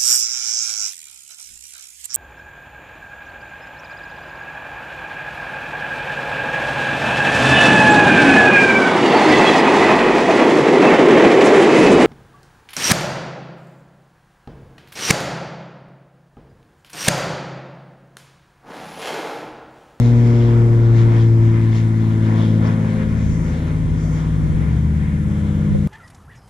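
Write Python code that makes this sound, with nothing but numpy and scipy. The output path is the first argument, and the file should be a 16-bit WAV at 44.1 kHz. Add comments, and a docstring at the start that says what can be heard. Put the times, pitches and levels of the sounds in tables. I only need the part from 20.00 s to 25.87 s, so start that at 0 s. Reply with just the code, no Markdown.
"""A propeller plane drones away over a lake, sinking in pitch: engine tones with the Doppler shift of a straight flight.
Around it noise bands roar, swelling and fading in restless air; far off beyond the trees a car, built from
four engine tones, coasts, then pulls away. Close to a body-worn camera something swishes in a noise band, light wind
rumbles on the two ports as nearly unrelated noise, and decaying sines knock the case. A low rush, hiss and a thin
electronic whine lie beneath."""
import sys
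import numpy as np
from scipy import signal
from scipy.fft import rfft, irfft, next_fast_len
from scipy.io import wavfile
from scipy.ndimage import uniform_filter1d

SR = 44100
rng = np.random.default_rng(int(sys.argv[2]) if len(sys.argv) > 2 else 0)


def wrap_up_sound(samples):
    """Save the sound to the file named by the first command line argument, as 16-bit audio."""
    columns = np.atleast_2d(samples).T
    # keep every value between -1 and 1, then stretch to whole-number steps
    tamed = np.clip(columns, -1, 1)
    steps = np.round(tamed * 32767).astype(np.int16)
    wavfile.write(sys.argv[1], SR, steps)


N = 259043
TIME = np.arange(N) / SR  # s

# The plane's straight line, with its engine cycle rate at the source.
CYCLE_HZ, SPEED_M_S, NEAREST_M, NEAREST_S = 19.575, 89.44, 615.2, .453
SOUND_M_S = 343
BLADE_MULTIPLE = 6  # blade passes per engine cycle
# Engine tones of the plane. 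Each row: the multiples of the cycle rate sharing one level curve.
PLANE_MULTIPLES = [
    [6],
    [12],
    [18],
    [24, 30, 36, 42, 48],
    [9, 16],
    [10, 8, 7, 11],
    [14, 15, 13, 4, 5],
    [29, 23, 35, 32],
    [19, 20, 26, 22],
]
# Balance inside those groups. Each row: offset in dB of each multiple from its curve.
PLANE_OFFSETS_DB = [
    [0.5],
    [0],
    [-0.5],
    [0, -9.5, -13.5, -18, -17.5],
    [1, -17],
    [-0.5, -2.5, -2, -13],
    [2, -2.5, -7, -9, -10],
    [0.5, -3, -7.5, -11],
    [0, -1.5, -4, -6.5],
]
# The propeller beams sideways and fades as the tail turns to us.
# Each row: time in seconds, then curve level in dB of the blade tone and its 2nd, 3rd and 4th multiple groups.
BLADE_LEVELS = [(0, -11.5, -19, -34.5, -33), (.4, -12.5, -20.5, -23.5, -30), (.7, -12, -26.5, -24.5, -34.5),
                (1.35, -11.5, -27.5, -25.5, -39.5), (1.6, -14, -25.5, -26.5, -44),
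                (1.8, -16, -25.5, -32.5, -52), (2.2, -16, -22.5, -29, -54), (2.6, -17, -22, -32, -62),
                (3, -24.5, -22.5, -52, -39.5), (3.25, -21, -26.5, -59, -48), (3.55, -33, -31.5, -39, -47),
                (3.8, -26, -48, -43, -45), (4, -28.5, -32, -44, -48), (4.2, -34.5, -38.5, -42, -58),
                (4.7, -32, -28, -39, -44.5), (5.15, -38, -25, -42.5, -64), (5.4, -33, -23.5, -35, -64),
                (5.87, -33, -20.5, -40, -53)]
# The exhaust points backwards, its boom growing.
# Each row: time in seconds, then curve level in dB of boom, rumble, growl, buzz and rasp.
EXHAUST_LEVELS = [(0, -46, -43, -41, -56, -44.5), (.6, -45, -38.5, -39, -56, -42),
                  (1.1, -32, -35, -37, -58, -46), (1.45, -30.5, -39.5, -36.5, -60, -53),
                  (1.9, -30, -45, -39, -58, -57), (2.2, -27, -43, -34, -45.5, -46),
                  (2.55, -23, -33.5, -31, -40, -42), (3, -24.5, -33, -35, -38.5, -42.5),
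                  (3.2, -25.5, -33.5, -35.5, -52, -52), (3.4, -21.5, -32.5, -36.5, -43.5, -48),
                  (3.6, -26.5, -33.5, -34.5, -43, -45), (3.85, -22.5, -33.5, -37, -50, -50.5),
                  (4.4, -21, -32, -37, -50, -50), (5.2, -24, -27, -45, -52, -52),
                  (5.45, -26, -30, -49, -43, -48), (5.6, -22.5, -30, -48, -43.5, -48),
                  (5.87, -22, -32, -50, -43.5, -47)]
# Pulses arrive smeared while the plane is high, sharp once it is far.
# Each row: time in seconds, phase bend in rad per squared blade multiple away from the 2nd.
PULSE_SMEAR = [(0, 2), (.5, 1.9), (1.8, -.3), (5.87, -.3)]
# Each passing blade chops the roar, less so from afar. Each row: time in seconds, depth from 0 to 1.
BLADE_CHOP = [(0, .35), (2.5, .2), (4, .05), (5.87, .05)]

# Colours of the roar, low to top. Each row: frequency in Hz, relative level in dB per Hz.
LOW_COLOUR = [(300, -30.5), (480, 1), (600, -3.5), (760, -6.5), (960, -3), (1250, -7.5), (1500, -9),
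              (2000, -39.5)]
MID_COLOUR = [(1100, -26), (1400, -4), (1780, -2.5), (2150, 0), (2450, -6.5), (2900, -19.5)]
HIGH_COLOUR = [(2300, -17.5), (2700, -2.5), (3340, -1), (3800, -4.5), (4300, -8.5), (4900, -25)]
TOP_COLOUR = [(3800, -23.5), (4400, -3.5), (5000, -1), (5700, -3.5), (6400, -18.5)]
# Low, middle, high and top roar, then the swish.
# Each row: place in octaves above 1 kHz, level in dB between swells at 0 s, change in dB per second.
AIR_BANDS = [(-.4, -37.5, -.89), (.85, -46, -.27), (1.7, -53.5, -0.25), (2.3, -58.5, -1.2),
             (2.7, -58.5, -0.51)]
# Moments when the air carries better.
# Each row: centre in seconds, half length in seconds, rise in dB, centre and spread in octaves above 1 kHz.
AIR_SWELLS = [(0.037, 0.115, 8.5, 3.0, 1.92), (0.279, 0.091, 4.3, 1.9, 2.7),
              (0.383, 0.072, 3.4, -0.7, 0.42), (0.447, 0.101, 9.4, 1.86, 0.84),
              (0.569, 0.16, 8.4, 0.14, 0.6), (0.667, 0.024, 5.4, 1.5, 0.44), (0.85, 0.02, 4.0, 2.3, 0.4),
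              (0.879, 0.096, 3.2, 0.7, 1.4), (0.999, 0.044, 6.4, 1.78, 1.46), (1.143, 0.085, 9, 0.8, 2.4),
              (1.213, 0.026, 5.5, 2, 0.4), (1.57, 0.035, 11.8, 0.2, 0.57), (1.661, 0.18, 5.4, 1.3, 1),
              (1.768, 0.044, 9.0, 3.0, 1.96), (2.073, 0.07, 3.4, 0.8, 1.9), (2.251, 0.037, 5.4, 1.76, 0.58),
              (2.345, 0.145, 7.8, 0.2, 2.07), (2.46, 0.12, 8.5, 2.13, 0.65), (2.658, 0.071, 7.9, -0.3, 2.4),
              (2.666, 0.022, 8.1, 2.3, 0.5), (2.861, 0.16, 6.5, 0.6, 2), (3.016, 0.031, 6.5, 0.5, 0.9),
              (3.158, 0.11, 6, 1.2, 0.55), (3.315, 0.16, 11, 3, 0.79), (3.563, 0.11, 4.8, 1.8, 2.48),
              (3.7, 0.052, 6.3, 0.3, 0.73), (4.118, 0.13, 11.3, 2.55, 0.4), (4.178, 0.12, 4.9, 0.3, 0.82),
              (4.639, 0.12, 4.4, 0.6, 1.3), (5.08, 0.101, 5.9, 0.9, 0.71), (5.522, 0.16, 8.8, 0.12, 0.48)]
FLUTTER_DB_PER_OCTAVE = 0.32
ECHO_S, ECHO_DB = 0.002874, -20.5  # the roar again, off the wearer's body

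# The car's engine. Each row: time in seconds, cycle rate in Hz.
CAR_CYCLE = [(0, 16.85), (.8, 15.8), (1.6, 15), (2.95, 13.5), (3.2, 14.3), (3.5, 15.3), (4.1, 18.8),
             (4.7, 23.1), (5, 25.95), (5.15, 26.2), (5.45, 28.5), (5.87, 30.6)]
# Its tones. Each row: one multiple of the cycle rate.
CAR_MULTIPLES = [
    [3],
    [5],
    [2],
    [1],
]
# Each row: offset in dB of that multiple from its level curve.
CAR_OFFSETS_DB = [[0]] * 4
# Strength of the tones in the same order. Each entry: gain in dB.
CAR_GAINS_DB = [0.5, -4, -7.5, -1.5]
# What the pipe lets out. Each row: frequency in Hz, level in dB before gain and load.
PIPE_RESPONSE = [(14, -50), (25, -40), (45, -29.5), (56, -24), (64, -23), (73, -19), (85, -22),
                 (103, -30.5), (118, -20.5), (137, -38), (153, -26)]
# Coasting, then pulling. Each row: time in seconds, load gain in dB, extra gain of the 5th multiple in dB.
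LOAD_CURVE = [(0, -6.5, -20), (.5, -5, -20), (1.2, -6, -9), (2, -13.5, -1), (2.85, -10.5, -11),
              (3.1, -5.5, 3), (3.35, 1.5, -4.5), (3.65, -3.5, 4.5), (3.95, 1, 0), (4.25, -2.5, 8),
              (4.5, -1, 2.5), (4.9, 0.5, -0.5), (5.35, -3, -9), (5.6, 1.5, -11), (5.87, -0.5, -2)]

# Colours of the nearer and fainter noises. Each row: frequency in Hz, relative level in dB per Hz.
SWISH_COLOUR = [(4800, -29.5), (5600, -2.5), (6400, -1), (7400, -3), (8200, -18)]
RUMBLE_COLOUR = [(18, -26), (30, -10.5), (50, -7.5), (100, -4), (200, -6.5), (300, -9.5), (450, -16.5),
                 (600, -46.5)]
WIND_COLOUR = [(15, -15), (40, -4), (90, -1), (150, -9.5), (300, -26), (500, -44.5)]
HISS_COLOUR = [(3500, -23.5), (5000, -10.5), (6430, -7), (8000, -5), (10100, -6), (11500, -13),
               (13100, -16), (14400, -31.5)]
# The low rush thins at the end. Each row: time in seconds, level in dB.
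RUMBLE_LEVEL = [(0, -31), (2.6, -30), (5.87, -33)]
# Knocks on the case. Each row: start in seconds, level in dB, click gain in dB beside the thud, push in seconds.
CASE_KNOCKS = [(5.702, -6, -30, .012), (5.747, -10.5, -5, .002)]
# Thud, then click of the case. Each row: frequency in Hz, gain in dB, time to fall 60 dB in seconds.
CASE_MODES = [(109, 2.5, 0.14), (520, 4, 0.089)]
# Camera electronics. Each row: frequency in Hz, left level in dB, signed share in the right port.
WHINE_TONES = [(6146, -70, -.45), (6647, -76, .8)]
# How the camera body shades the two ports.
# Each row: frequency in Hz, likeness from 0 to 1, lead of the right in rad, left minus right in dB before port gain.
BODY_PORTS = [(100, 0.94, -0.5, 0.5), (356, 1, 0.23, -1), (530, 0.5, 0, -1), (655, 0.25, 2, 0.5),
              (945, 0.87, 1.5, -0.5), (1500, 0.25, 2.5, -2), (1710, 0.5, 0.7, 6), (2160, 0.3, 0, 1),
              (2860, 0.3, 0.65, -3), (3670, .72, 0.16, -2.5), (4500, 0.5, -0.2, 1), (5750, 0.4, -1.5, 2),
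              (8000, 0.05, -3, -2.5), (14000, .18, -2.5, -4)]
# Wind strikes the ports almost separately. Columns as above.
WIND_PORTS = [(20, 0.044, 0, 0.0031), (500, 0.046, 0.0054, 0)]


def undb(db):
    """Amplitude factor for a level in dB."""
    return 10 ** (np.asarray(db) / 20)


def columns(table):
    """Each column of a time curve, sample by sample."""
    seconds, *rest = np.transpose(table)
    return [np.interp(TIME, seconds, column) for column in rest]


def on_log_hz(points, hz, column=1):
    """One column of a frequency table, read along log frequency."""
    points = np.array(points)
    return np.interp(np.log(hz + 1), np.log(points[:, 0]), points[:, column])


def walk(rate):
    """Random levels held 1 / rate s and slewed twice; spread near 1."""
    hold = int(SR / rate)
    steps = np.repeat(rng.standard_normal(N // hold + 1), hold)
    smooth = uniform_filter1d(uniform_filter1d(steps, hold), hold)
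    return 1.34 * smooth[:N]


def late(x, count):
    """The same sound, count samples later."""
    silence = np.zeros(x.shape[:-1] + (count,))
    return np.concatenate([silence, x[..., :-count]], axis=-1)


def engine(rate, levels_db, multiples, offsets_db, beat, shimmer_db, waver, smear):
    """Cycle multiples on the beat add up to pulses that rise, then drop steeply; smear drags them apart;
    moving air makes each tone shimmer."""
    turn, out = 2 * np.pi * np.cumsum(rate) / SR, 0
    for curve_db, group, group_db in zip(levels_db, multiples, offsets_db):
        for multiple, offset_db in zip(group, group_db):
            off_beat = multiple % beat > 0  # these start at a random phase
            start = 2 * np.pi * rng.random() * off_beat + smear * (multiple / BLADE_MULTIPLE - 2) ** 2
            phase = multiple * (turn + waver * walk(9)) + start
            level = undb(curve_db + offset_db + shimmer_db * walk(14))
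            out = out - np.sqrt(2) * level * np.sin(phase)
    return out, turn


def noise(colour, ports, flicker_db, rate):
    """Two-port noise of rms 1 overall; third-octave bands flicker each on their own."""
    size = next_fast_len(N)
    hz = np.arange(size // 2 + 1) * SR / size
    like, lead, lean_db = (on_log_hz(ports, hz, column=k) for k in range(1, 4))
    like = np.clip(like, 0, 1)
    left, other = rfft(rng.standard_normal((2, size))) * undb(on_log_hz(colour, hz))
    right = like * np.exp(1j * lead) * left + np.sqrt(1 - like ** 2) * other
    pair = np.array([left * undb(lean_db / 2), right * undb(-lean_db / 2)])

    place, out = np.log2(hz + 1) * 3, 0  # in third octaves
    lowest = int(np.log2(colour[0][0]) * 3)
    end = int(np.log2(colour[-1][0]) * 3 + 2)
    for band in range(lowest, end):
        share = np.clip(1 - abs(place - band), 0, 1)  # overlapping triangles
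        out = out + irfft(share * pair, size)[:, :N] * undb(flicker_db * walk(rate))
    return out / np.sqrt(np.mean(out ** 2))


def plane_rate():
    """Doppler shift: the heard cycle rate sinks as more of the plane's speed points away from us."""
    along = SPEED_M_S * (TIME - NEAREST_S)
    receding = SPEED_M_S * along / np.hypot(along, NEAREST_M)
    return CYCLE_HZ / (1 + receding / SOUND_M_S)


def plane_drone():
    """Propeller and exhaust tones share one engine cycle; also returns its phase for the blade chop."""
    levels_db = columns(BLADE_LEVELS) + columns(EXHAUST_LEVELS)
    return engine(plane_rate(), levels_db, PLANE_MULTIPLES, PLANE_OFFSETS_DB,
                  beat=3, shimmer_db=.45, waver=.007, smear=columns(PULSE_SMEAR)[0])


def air_levels():
    """Each band drifts steadily down and flutters; swells lift the bands near their centre."""
    out, flutter = [], walk(24.01)
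    for place, start_db, per_s in AIR_BANDS:
        db = start_db + per_s * TIME + FLUTTER_DB_PER_OCTAVE * (place + 1) * flutter
        for moment, half, rise_db, centre, spread in AIR_SWELLS:
            in_time = ((TIME - moment) / half) ** 2
            in_pitch = ((place - centre) / spread) ** 2
            db = db + rise_db * np.exp(-in_time - in_pitch)
        out.append(db)
    return out


def chopped_roar(levels_db, turn):
    """Four noise bands ride the air, pulse at the blade rate and return faintly off the wearer's body."""
    low_db, mid_db, high_db, top_db = levels_db
    roar = undb(low_db) * noise(LOW_COLOUR, BODY_PORTS, flicker_db=1.6, rate=13)
    roar += undb(mid_db) * noise(MID_COLOUR, BODY_PORTS, flicker_db=1.0, rate=9.8)
    roar += undb(high_db) * noise(HIGH_COLOUR, BODY_PORTS, flicker_db=2.0, rate=11)
    roar += undb(top_db) * noise(TOP_COLOUR, BODY_PORTS, flicker_db=1.0, rate=11)
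    roar = roar * (1 + columns(BLADE_CHOP)[0] * np.sin(BLADE_MULTIPLE * turn))
    return roar + undb(ECHO_DB) * late(roar, count=int(ECHO_S * SR))


def car_levels(rate):
    """Each tone is as loud as the pipe lets it out at its pitch, more under load."""
    load_db, fifth_db = columns(LOAD_CURVE)
    out = []
    for (multiple,), gain_db in zip(CAR_MULTIPLES, CAR_GAINS_DB):
        pipe_db = on_log_hz(PIPE_RESPONSE, multiple * rate)
        out.append(pipe_db + gain_db + load_db + (multiple == 5) * fifth_db)
    return out


def distant_car():
    """Four engine tones sink as the car coasts and climb as it pulls away."""
    rate = columns(CAR_CYCLE)[0]
    car, _ = engine(rate, car_levels(rate), CAR_MULTIPLES, CAR_OFFSETS_DB,
                    beat=1, shimmer_db=.8, waver=.03, smear=0)
    return car


def close_swish(level_db):
    """A bright noise band close by, its level following the band curve it is given."""
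    return undb(level_db) * noise(SWISH_COLOUR, BODY_PORTS, flicker_db=0.73, rate=16)


def case_knocks():
    """The case rings and moves the two ports against each other; a soft push lets the ring grow slowly."""
    out = np.zeros(N)
    for start, db, click_db, push in CASE_KNOCKS:
        t = np.maximum(TIME - start, 0)
        for (hz, mode_db, t60), extra_db in zip(CASE_MODES, (0, click_db)):
            envelope = 1000. ** (-t / t60) * (1 - np.exp(-t / push))
            out += undb(db + mode_db + extra_db) * np.sin(2 * np.pi * hz * t) * envelope
    return out * np.array([[.6], [-1]])


def port_wind():
    """Light wind: low noise, nearly unrelated at the two ports, in random gusts."""
    gust = undb(5 * walk(9))
    return gust * undb(-33.5) * noise(WIND_COLOUR, WIND_PORTS, flicker_db=3.0, rate=4.6)


def low_rush():
    """Low noise of the plane over far traffic, thinning as the plane leaves."""
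    return undb(columns(RUMBLE_LEVEL)[0]) * noise(RUMBLE_COLOUR, BODY_PORTS, flicker_db=1, rate=6)


def background_hiss():
    """A faint high noise bed with small random flickers."""
    return undb(-57) * noise(HISS_COLOUR, BODY_PORTS, flicker_db=1.1, rate=12)


def camera_whine():
    """Steady sines of the camera electronics, unequal at the two ports."""
    out = 0
    for hz, db, right_share in WHINE_TONES:
        out = out + undb(db) * np.sin(2 * np.pi * hz * TIME) * np.array([[1], [right_share]])
    return out


def scene():
    """Plane and car in the distance, the air between, then what sounds at the camera."""
    drone, turn = plane_drone()
    car = distant_car()
    # the drone reaches the right port 6 samples earlier
    tones = np.array([late(drone, count=6) + car, drone + car])
    *roar_db, swish_db = air_levels()
    far = tones + chopped_roar(roar_db, turn) + low_rush()
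    near = close_swish(swish_db) + case_knocks() + port_wind()
    return far + near + background_hiss() + camera_whine()


def record(dry):
    """The left port is a little more sensitive; a steep low-pass cuts the top."""
    ports = undb(np.array([[1.2], [-1.2]]))
    low_pass = signal.ellip(8, .2, 70, 14200, fs=SR, output="sos")  # ripple dB, stop dB, edge Hz
    return signal.sosfilt(low_pass, ports * dry)


dry = scene()
out = record(dry)
wrap_up_sound(out)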